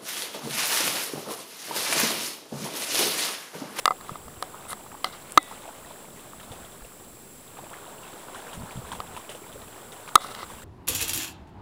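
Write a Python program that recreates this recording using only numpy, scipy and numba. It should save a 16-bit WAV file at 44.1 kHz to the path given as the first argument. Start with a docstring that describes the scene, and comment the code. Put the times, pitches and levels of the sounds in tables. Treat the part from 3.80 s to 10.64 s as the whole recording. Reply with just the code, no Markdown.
"""Small waves lap and gurgle on a calm lake shore, over the hiss and thin whine of a hand-held camera.
Close to the microphone, fingers knock and rub the plastic casing, and small parts tick: struck resonances,
shaped noise and short clicks. Water is crowds of decaying sines over noise; wind rumbles and bumps the
microphone. A sprung lever snaps twice and overloads the input, which clips and then dips briefly."""
import sys
import numpy as np
from scipy import signal
from scipy.fft import rfft, irfft
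from scipy.io import wavfile
from scipy.ndimage import uniform_filter1d
from numba import njit

SR = 44100
rng = np.random.default_rng(int(sys.argv[2]) if len(sys.argv) > 2 else 0)


def field_ratio(decibels):
    """Amplitude ratio for a level in dB (20 dB per decade); scalars and array-likes work."""
    return 10 ** (np.asarray(decibels, dtype=float) / 20)


def generate_wav(sig):
    """Save sig (samples, or channels by samples) to the path in sys.argv[1] as 16-bit PCM at SR."""
    pcm = np.round(np.clip(np.atleast_2d(sig).T, -1, 1) * 32767).astype(np.int16)
    wavfile.write(sys.argv[1], SR, pcm)


N = 301644  # length in samples

# fine bubbles and spray, relative spectrum: (frequency [Hz], level [dB])
FIZZ_COLOUR = [(1500, -1.5), (2500, -3), (3500, -0.5), (4500, -10.5), (6000, -10.5), (9000, -3),
               (13000, -19.5)]
DROPLET_LOW_HZ, DROPLET_HIGH_HZ = 2250, 3870
# resonances of the plastic casing, ringing freely: (frequency [Hz], relative level [dB], t60 [s])
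CASING_MODES = [(560, -29.5, 0.15), (756, -19, 0.09), (1050, -11, 0.02), (1292, 10, 0.017),
                (1860, -22, 0.06), (2037, -4, 0.052), (2796, -5, 0.03), (3830, -24.5, 0.019),
                (4900, -22, .02)]
# lever snaps: (time [s], relative push [dB], push width at half height [ms],
# crack relative to push [dB], relative lever body level [dB])
LEVER_SNAPS = [(1.5751, 11.5, .3, -29, 5), (6.3553, 13.5, 0.3, -26, -3)]


def unit(x):
    """Scale to rms 1."""
    return x / np.sqrt(np.mean(x ** 2))


def curve(rows):
    """Join (time [s], value) points by straight lines."""
    return np.interp(np.arange(N) / SR, *np.transpose(rows))


def colour_db(points, hz):
    """Read spectrum points on a log-frequency axis."""
    point_hz, db = np.transpose(points)
    return np.interp(np.log(hz), np.log(point_hz), db)


def noise(points):
    """Noise of rms 1 with the given spectrum."""
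    hz = np.arange(N // 2 + 1) * SR / N + 1
    spectrum = rfft(rng.standard_normal(N)) * field_ratio(colour_db(points, hz))
    return unit(irfft(spectrum, N))


def walk(rate):
    """Random levels held for 1 / rate seconds and slewed twice; spread near 1."""
    hold = int(SR / rate)
    steps = np.repeat(rng.standard_normal(N // hold + 1), hold)
    return 1.3 * uniform_filter1d(uniform_filter1d(steps, hold), hold)[:N]


def ring(x, modes):
    """Damped modes; each answers an impulse with a decaying sine of the given size."""
    out = 0
    for hz, db, t60 in modes:
        r = np.exp(-np.log(1000) / (t60 * SR))
        w = 2 * np.pi * hz / SR
        out = out + field_ratio(db) * signal.lfilter([0, r * np.sin(w)], [1, -2 * r * np.cos(w), r * r], x)
    return out


def add(out, s, x):
    """Mix x into out from time s."""
    i = int(s * SR)
    out[i:i + len(x)] += x[:N - i]


@njit
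def grains(n, start, step, cycles, size, glide):
    """Decaying sines whose pitch shifts by the fraction `glide` per life of `cycles` nominal cycles."""
    out = np.zeros(n)
    for k in range(len(start)):
        life = 2 * np.pi * cycles[k] / step[k]
        phase = 0.
        for i in range(min(int(4 * life), n - start[k])):
            u = i / life
            phase += step[k] * (1 + glide * u)
            out[start[k] + i] += size[k] * (1 - np.exp(-14 * u)) * np.exp(-1.5 * u) * np.sin(phase)
    return out


def bubbles(colour, count, cycles, spread, glide):
    """A random crowd of bubbles, pitches even on a log axis, a few much larger than the rest."""
    when, pitch, rarity, length = rng.random((count, 4)).T
    hz = colour[0][0] * (colour[-1][0] / colour[0][0]) ** pitch
    size = field_ratio(colour_db(colour, hz) - spread * np.log(rarity)) * np.sqrt(hz)
    onset = (when * N).astype(np.int64)
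    return unit(grains(N, onset, 2 * np.pi * hz / SR, cycles * (.5 + length), size, 1. * glide))


def lapping():
    """Bubbles gurgle over a wash; finer ones fizz in quick bursts, with droplets at random moments."""
    # how hard the wavelets run in: (time [s], gurgle level before flicker [dB])
    lap_levels = [(0.0, -54.5), (0.3, -49.5), (0.5, -53), (0.77, -50.5), (1.09, -55), (1.55, -51),
                  (2.18, -52), (2.55, -54.5), (2.82, -50), (3.0, -56.5), (3.6, -59.5), (3.95, -48.5),
                  (4.3, -49.5), (4.67, -47.5), (5.1, -47), (5.5, -51.5), (6.0, -51.5), (6.5, -48.5),
                  (6.84, -55.5)]
    # pitches of the gurgling bubbles, also the wash spectrum: (frequency [Hz], relative level [dB])
    gurgle_colour = [(200, -11), (400, -0.5), (600, 2), (1000, 3), (1500, -2), (2200, -27), (3000, -42)]
    usual_lap_db = -52
    fizz_db, fizz_growth = -59.5, 1  # level at the usual lapping; dB of fizz per dB of gurgle
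    droplet_db = -67.5  # at the usual lapping
    lap_db = curve(lap_levels)
    gurgle = bubbles(gurgle_colour, count=6000, cycles=5.0, spread=2.24, glide=0.075)
    gurgle = gurgle + field_ratio(-2.0) * noise(gurgle_colour)
    fizz = bubbles(FIZZ_COLOUR, count=9000, cycles=6.2, spread=2.43, glide=0.086)
    fizz = fizz + field_ratio(2.5) * noise(FIZZ_COLOUR)
    droplet_colour = [(DROPLET_LOW_HZ, 0), (DROPLET_HIGH_HZ, 0)]
    droplets = bubbles(droplet_colour, count=80, cycles=4.7, spread=1.1, glide=0.041)
    burst = walk(17)
    surge_db = fizz_growth * (lap_db - usual_lap_db)
    gurgle_gain = field_ratio(lap_db + 0.51 * burst)
    fizz_gain = field_ratio(fizz_db + surge_db + 2.1 * burst + 0.89 * walk(40))
    return gurgle_gain * gurgle + fizz_gain * fizz + field_ratio(droplet_db + surge_db) * droplets


def wind():
    """A flickering rumble swells in gusts, and single puffs of about one cycle bump the membrane."""
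    # rumble at the microphone, relative spectrum: (frequency [Hz], level [dB])
    rumble_colour = [(12, -22), (25, -5.5), (40, 0.5), (70, 2.5), (120, 1.5), (250, 1), (500, -56)]
    # puffs on the membrane: (time [s], level [dB], frequency [Hz])
    membrane_puffs = [(0.317, -25.5, 147.4), (0.453, -40, 57.4), (0.573, -38, 91.5), (0.988, -50, 50),
                      (2.709, -30.5, 116), (3.02, -36, 43.4), (4.777, -30.5, 73.5), (4.832, -26, 162),
                      (4.957, -27.5, 126), (4.974, -23, 160), (4.989, -24.5, 129), (5.039, -35.5, 70.0),
                      (5.19, -34, 78.5), (5.769, -44, 129), (6.74, -39, 60)]
    # gusts added to the breeze: (start [s], length [s], top level before flicker [dB])
    gust_rows = [(0.2, 0.26, -59), (2.45, 0.43, -57), (4.607, 0.32, -56), (4.95, 0.43, -55),
                 (5.7, 0.22, -63), (6.4, 0.51, -54)]
    breeze_db, rise_share = -59, 0.64  # steady rumble before flicker; part of a gust spent swelling
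    s, db, hz = np.transpose(membrane_puffs)
    onset = (s * SR).astype(np.int64)
    puffs = grains(N, onset, 2 * np.pi * hz / SR, np.full(len(s), 1.3), field_ratio(db), -0.0024)
    level = field_ratio(breeze_db)
    for start, length, gust_db in gust_rows:
        level = level + curve([(start, 0), (start + rise_share * length, field_ratio(gust_db)), (start + length, 0)])
    return level * field_ratio(4.2 * walk(13)) * noise(rumble_colour) + puffs


def electronics():
    """Amplifier hiss with a few humps of narrow noise, and a steady whine of sines near the top of hearing."""
    # broad hiss, relative spectrum: (frequency [Hz], level [dB])
    hiss_colour = [(60, -30), (100, 0.5), (437, 1.5), (900, -12), (2170, -13.5), (5550, -17.5),
                   (6870, -25.5), (8900, -18), (10500, -12), (13900, -19), (15000, -12), (15700, -14),
                   (16100, -50)]
    # humps in the hiss: (centre [Hz], width [Hz], rms level [dB])
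    hiss_humps = [(7427, 110, -58), (8010, 460, -56), (10375, 370, -61), (14580, 240, -76)]
    # lines of the whine: (frequency [Hz], rms level [dB])
    whine_lines = [(14890, -75), (14947, -59.5), (15004, -76)]
    out = field_ratio(-51) * noise(hiss_colour)
    for hz, width_hz, db in hiss_humps:
        t60 = np.log(1000) / (np.pi * width_hz)
        out = out + field_ratio(db) * unit(ring(rng.standard_normal(N), [(hz, 0, t60)]))
    for hz, db in whine_lines:
        out = out + field_ratio(db) * np.sqrt(2) * np.sin(2 * np.pi * hz * np.arange(N) / SR)
    return out


def pushes(rows):
    """Smooth contact forces, each with its own width, and the crack that starts them."""
    force, crack = np.zeros(N), np.zeros(N)
    t = np.arange(SR // 100) / SR
    for s, db, ms, crack_db in rows:
        shape = np.sin(np.pi * np.clip(1000 * t / (2 * ms), 0, 1)) ** 2
        add(force, s, -field_ratio(db) * shape / shape.sum())
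        add(crack, s, field_ratio(db + crack_db) * (t / 0.00036) ** 2 * np.exp(-t / 0.00051))
    return force, crack


def struck_casing():
    """Finger knocks and lever snaps ring one plastic shell, each blow starting with a crack of noise."""
    # knocks: (time [s], relative push [dB], push width at half height [ms], crack relative to push [dB],
    # extra drive of the panel modes [dB]: 0 on the frame, more mid-panel)
    knock_rows = [(0.056, -8.5, 0.11, -15.5, 4.5), (0.078, -7, 0.2, -32.5, 1.5),
                  (0.107, -11.5, 0.26, -38, 8), (0.111, -27, 0.26, -33, 10), (0.119, -18, 0.47, -40, 2),
                  (0.21, -33.5, 0.32, -23.5, 7), (0.293, -22.5, 0.28, -34, 6),
                  (0.356, -28, 0.245, -34.5, 8), (0.481, -36.5, 0.19, -24, 9), (0.625, -12.5, 0.52, -29, 9),
                  (0.93, -23, 0.3, -24.5, 10), (1.2439, -17, 0.097, -15.5, 13.5),
                  (1.269, -32, 0.25, -30, -5), (5.202, -16, 0.46, -30.5, 6), (6.29, -30, 0.4, -22, 4),
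                  (6.377, -15, 0.426, -44, 5), (6.417, -32, 0.23, -23, 0), (6.445, -22.5, 0.4, -38, 3),
                  (6.549, -32, 0.39, -13, 1), (6.588, -27.5, 0.5, -31.5, 11), (6.601, -30, 0.6, -30, 9),
                  (6.63, -26.5, 0.2, -30, 5)]
    # row numbers of the casing modes that belong to the flat panel
    panel_rows = [0, 1, 4, 5]
    # air cavity behind the microphone port: (frequency [Hz], relative level [dB], t60 [s])
    port_cavity = [(1183, 0, 0.0099)]
    crack_colour = [(1000, -81), (1700, 16.0), (2300, 4), (3000, 4.5), (3900, 11), (4800, 7.0), (6000, -4),
                    (10000, -1.5), (16000, -18.0)]  # (frequency [Hz], relative level [dB])
    knock, knock_crack = pushes([row[:4] for row in knock_rows])
    snap, snap_crack = pushes([row[:4] for row in LEVER_SNAPS])
    panel_knock, _ = pushes([(s, db + panel_db, ms, 0) for s, db, ms, _, panel_db in knock_rows])
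    # the lever sits at a stiff corner and drives the panel modes less
    panel_force = panel_knock + field_ratio(-11) * snap
    struck = 0
    for k, mode in enumerate(CASING_MODES):
        struck = struck + ring(panel_force if k in panel_rows else knock + snap, [mode])
    # the shell is too small to radiate bass
    shell = signal.sosfilt(signal.butter(2, 450, "high", fs=SR, output="sos"), struck)
    shell = field_ratio(-13) * shell + field_ratio(-32.0) * ring(shell, port_cavity)
    return shell + field_ratio(15.0) * (knock_crack + snap_crack) * noise(crack_colour)


def ticks():
    """Dry ticks of small parts: very short clicks with little below the treble."""
    # (time [s], level [dB], frequency [Hz])
    tick_rows = [(0.3067, -36, 9000), (0.625, -21, 9100), (1.4984, -39, 9000), (1.5085, -30.5, 9000),
                 (1.5214, -17, 9300), (1.629, -23, 9030), (3.903, -30, 9100), (6.3553, 5, 9000)]
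    out, t = np.zeros(N), np.arange(SR // 200) / SR
    for s, db, hz in tick_rows:
        grit = np.diff(rng.standard_normal(len(t)), prepend=0)
        add(out, s, field_ratio(db) * np.exp(-t / 0.00037) * (np.sin(2 * np.pi * hz * t) + 0.15 * grit))
    return out


def plops():
    """Each slap traps a bubble with two weaker neighbours and throws a short spray with one droplet."""
    # plops and slaps of water: (time [s], bubble level [dB], bubble frequency [Hz], spray relative to bubble [dB])
    plop_rows = [(0.744, -30.5, 1190, -24), (0.853, -32, 980, -20), (0.888, -46, 1530, -25),
                 (0.97, -39.5, 990, -27), (0.997, -38.5, 920, -26), (1.062, -35, 874, -33),
                 (1.117, -33, 1236, -17), (1.143, -31.5, 840, -28), (1.712, -28.5, 950, -29),
                 (1.757, -48, 500, -3), (1.839, -36, 849, -17), (1.878, -31, 660, -18),
                 (2.104, -37.5, 600, -11), (2.599, -35.5, 1750, -10), (2.63, -39.5, 970, -6),
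                 (2.718, -36, 495, -6.5), (2.85, -47, 560, -1), (3.008, -38, 1226, -22),
                 (3.048, -41, 495, -7), (3.2, -42, 1110, -16), (3.77, -35.5, 1100, -15),
                 (3.787, -31.5, 835, -29), (3.933, -30.5, 1341, -19), (4.331, -36, 480, -20),
                 (4.484, -32, 970, -18), (4.547, -29.5, 1050, -15), (4.668, -33, 1523, -31),
                 (4.731, -33, 880, -5.5), (4.909, -41.5, 960, -1.5), (5.07, -34.5, 470, -16),
                 (5.118, -23.5, 960, -12), (5.149, -36, 920, -7.5), (5.348, -37, 1040, -14),
                 (5.365, -27, 910, -11.5), (5.493, -34.5, 584, -2.5), (5.513, -41, 524, -1),
                 (5.549, -35, 523, -8), (5.727, -48.5, 643, 4.5), (5.757, -32.5, 467, -35),
                 (5.818, -36.5, 646, -11), (6.121, -44, 500, 3), (6.277, -30.5, 1050, -10.5),
                 (6.7, -33.5, 1030, -16), (6.733, -41, 895, -26), (6.785, -35.5, 1090, -15),
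                 (6.82, -37, 1350, -13)]
    thrown_db = 11  # droplet relative to its spray
    s, db, hz, spray_db = np.transpose(plop_rows)
    onset = (s * SR).astype(np.int64)
    four, five = np.full(len(s), 4.0), np.full(len(s), 5.0)  # cycles per life
    out = grains(N, onset, 2 * np.pi * hz / SR, five, field_ratio(db), 0.016)
    u = rng.random((len(s), 5)).T
    for late, ratio in (u[:2], u[2:4]):
        start = ((s + 0.016 * late) * SR).astype(np.int64)
        near_hz = hz * (0.607 + 0.914 * ratio)
        out = out + grains(N, start, 2 * np.pi * near_hz / SR, four, field_ratio(db - 1.5), 0.134)
    drop_hz = DROPLET_LOW_HZ + (DROPLET_HIGH_HZ - DROPLET_LOW_HZ) * u[4]
    out = out + grains(N, onset, 2 * np.pi * drop_hz / SR, five, field_ratio(db + spray_db + thrown_db), 0.016)
    t, spray = np.arange(SR // 10) / SR, np.zeros(N)
    for when, gain in zip(s, field_ratio(db + spray_db)):
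        add(spray, when, gain * (1 - np.exp(-t / 0.0026)) * np.exp(-t / 0.017))
    return out + spray * noise(FIZZ_COLOUR)


def strokes():
    """Pressure of the sliding finger on the shell, and the level of its skin hiss."""
    # (start [s], length [s], casing level [dB], swell over the stroke [dB], skin hiss relative to casing [dB])
    rub_rows = [(0.887, 0.038, -45, 4, 4.5), (1.251, .055, -39, -11, -16), (1.324, 0.039, -45.5, -3, -18),
                (6.406, 0.08, -41, -0.5, -10), (6.501, 0.021, -45, 3, -10), (6.539, 0.097, -48.5, 7.5, -17)]
    rise_s, fall_s = .006, 0.014
    rub, skin = np.zeros((2, N))
    for s, length, db, swell_db, skin_db in rub_rows:
        end = s + length
        press = curve([(s - rise_s, 0), (s, field_ratio(db)), (end, field_ratio(db + swell_db)), (end + fall_s, 0)])
        rub, skin = rub + press, skin + field_ratio(skin_db) * press
    return rub, skin


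def rubbing():
    """A sliding finger excites the shell with gritty noise, while grooves scratch and skin hisses."""
    # both spectra: (frequency [Hz], relative level [dB])
    grooves = noise([(1500, -15), (2500, -15.5), (3700, 4), (4300, 1), (5000, -4.5), (6000, -8), (8000, -22)])
    hiss = noise([(5000, -20), (7500, -2.5), (9500, 6.5), (11500, -5), (12800, -4), (16000, -25)])
    gritty = rng.standard_normal(N) * field_ratio(4.2 * walk(360))
    rub, skin = strokes()
    damped = [(hz, db, 0.37 * t60) for hz, db, t60 in CASING_MODES]  # the finger damps the shell
    rough = field_ratio(2.5 * walk(200))
    return rub * unit(ring(gritty, damped)) + rough * (field_ratio(-6.5) * rub * grooves + skin * hiss)


def lever():
    """Each snap strikes the lever body and releases its spring, and both ring as damped modes."""
    # both tables: (frequency [Hz], relative level [dB], t60 [s])
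    spring_modes = [(3456, 0, .45), (3763, -1, .55), (4230, 8, .06)]
    body_modes = [(300, -1, .05), (1965, -32, .6), (2040, -2, .045), (2239, -43, .8), (2552, -45, .8)]
    release, blow = np.zeros((2, N))
    for s, *_, body_db in LEVER_SNAPS:
        release[int(s * SR)] = field_ratio(-44.5)
        blow[int(s * SR)] = field_ratio(-15.5 + body_db)
    return ring(release, spring_modes) + ring(blow, body_modes)


def scene():
    """All sources at one microphone."""
    water = lapping() + plops()
    handling = struck_casing() + ticks() + rubbing() + lever()
    return (water + wind() + electronics() + handling)[None]


def low_pass(x):
    """Removes everything above the highest recorded frequency."""
    return signal.sosfilt(signal.butter(12, 16990, fs=SR, output="sos"), x)


def record(dry):
    """The input clips hard and turns itself down just after, sits slightly off zero and cuts the top."""
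    clip, offset, top_hz = .7, .0009, 16500  # full scale is 1
    duck_db, recovery_s = -9.5, 0.021  # gain change per 4 ms of clipping; time constant
    keep = np.exp(-1 / (recovery_s * SR))
    overload = signal.lfilter([1 / (.004 * SR)], [1, -keep], 1. * (np.abs(dry) > clip))
    late = np.roll(overload, SR // 200, axis=-1)  # the gain reacts 5 ms later
    ducked = np.clip(dry, -clip, clip) * field_ratio(duck_db * late)
    top_cut = signal.ellip(8, .1, 60, top_hz, fs=SR, output="sos")
    return low_pass(signal.sosfilt(top_cut, ducked + offset))


dry = scene()
out = record(dry)
generate_wav(out)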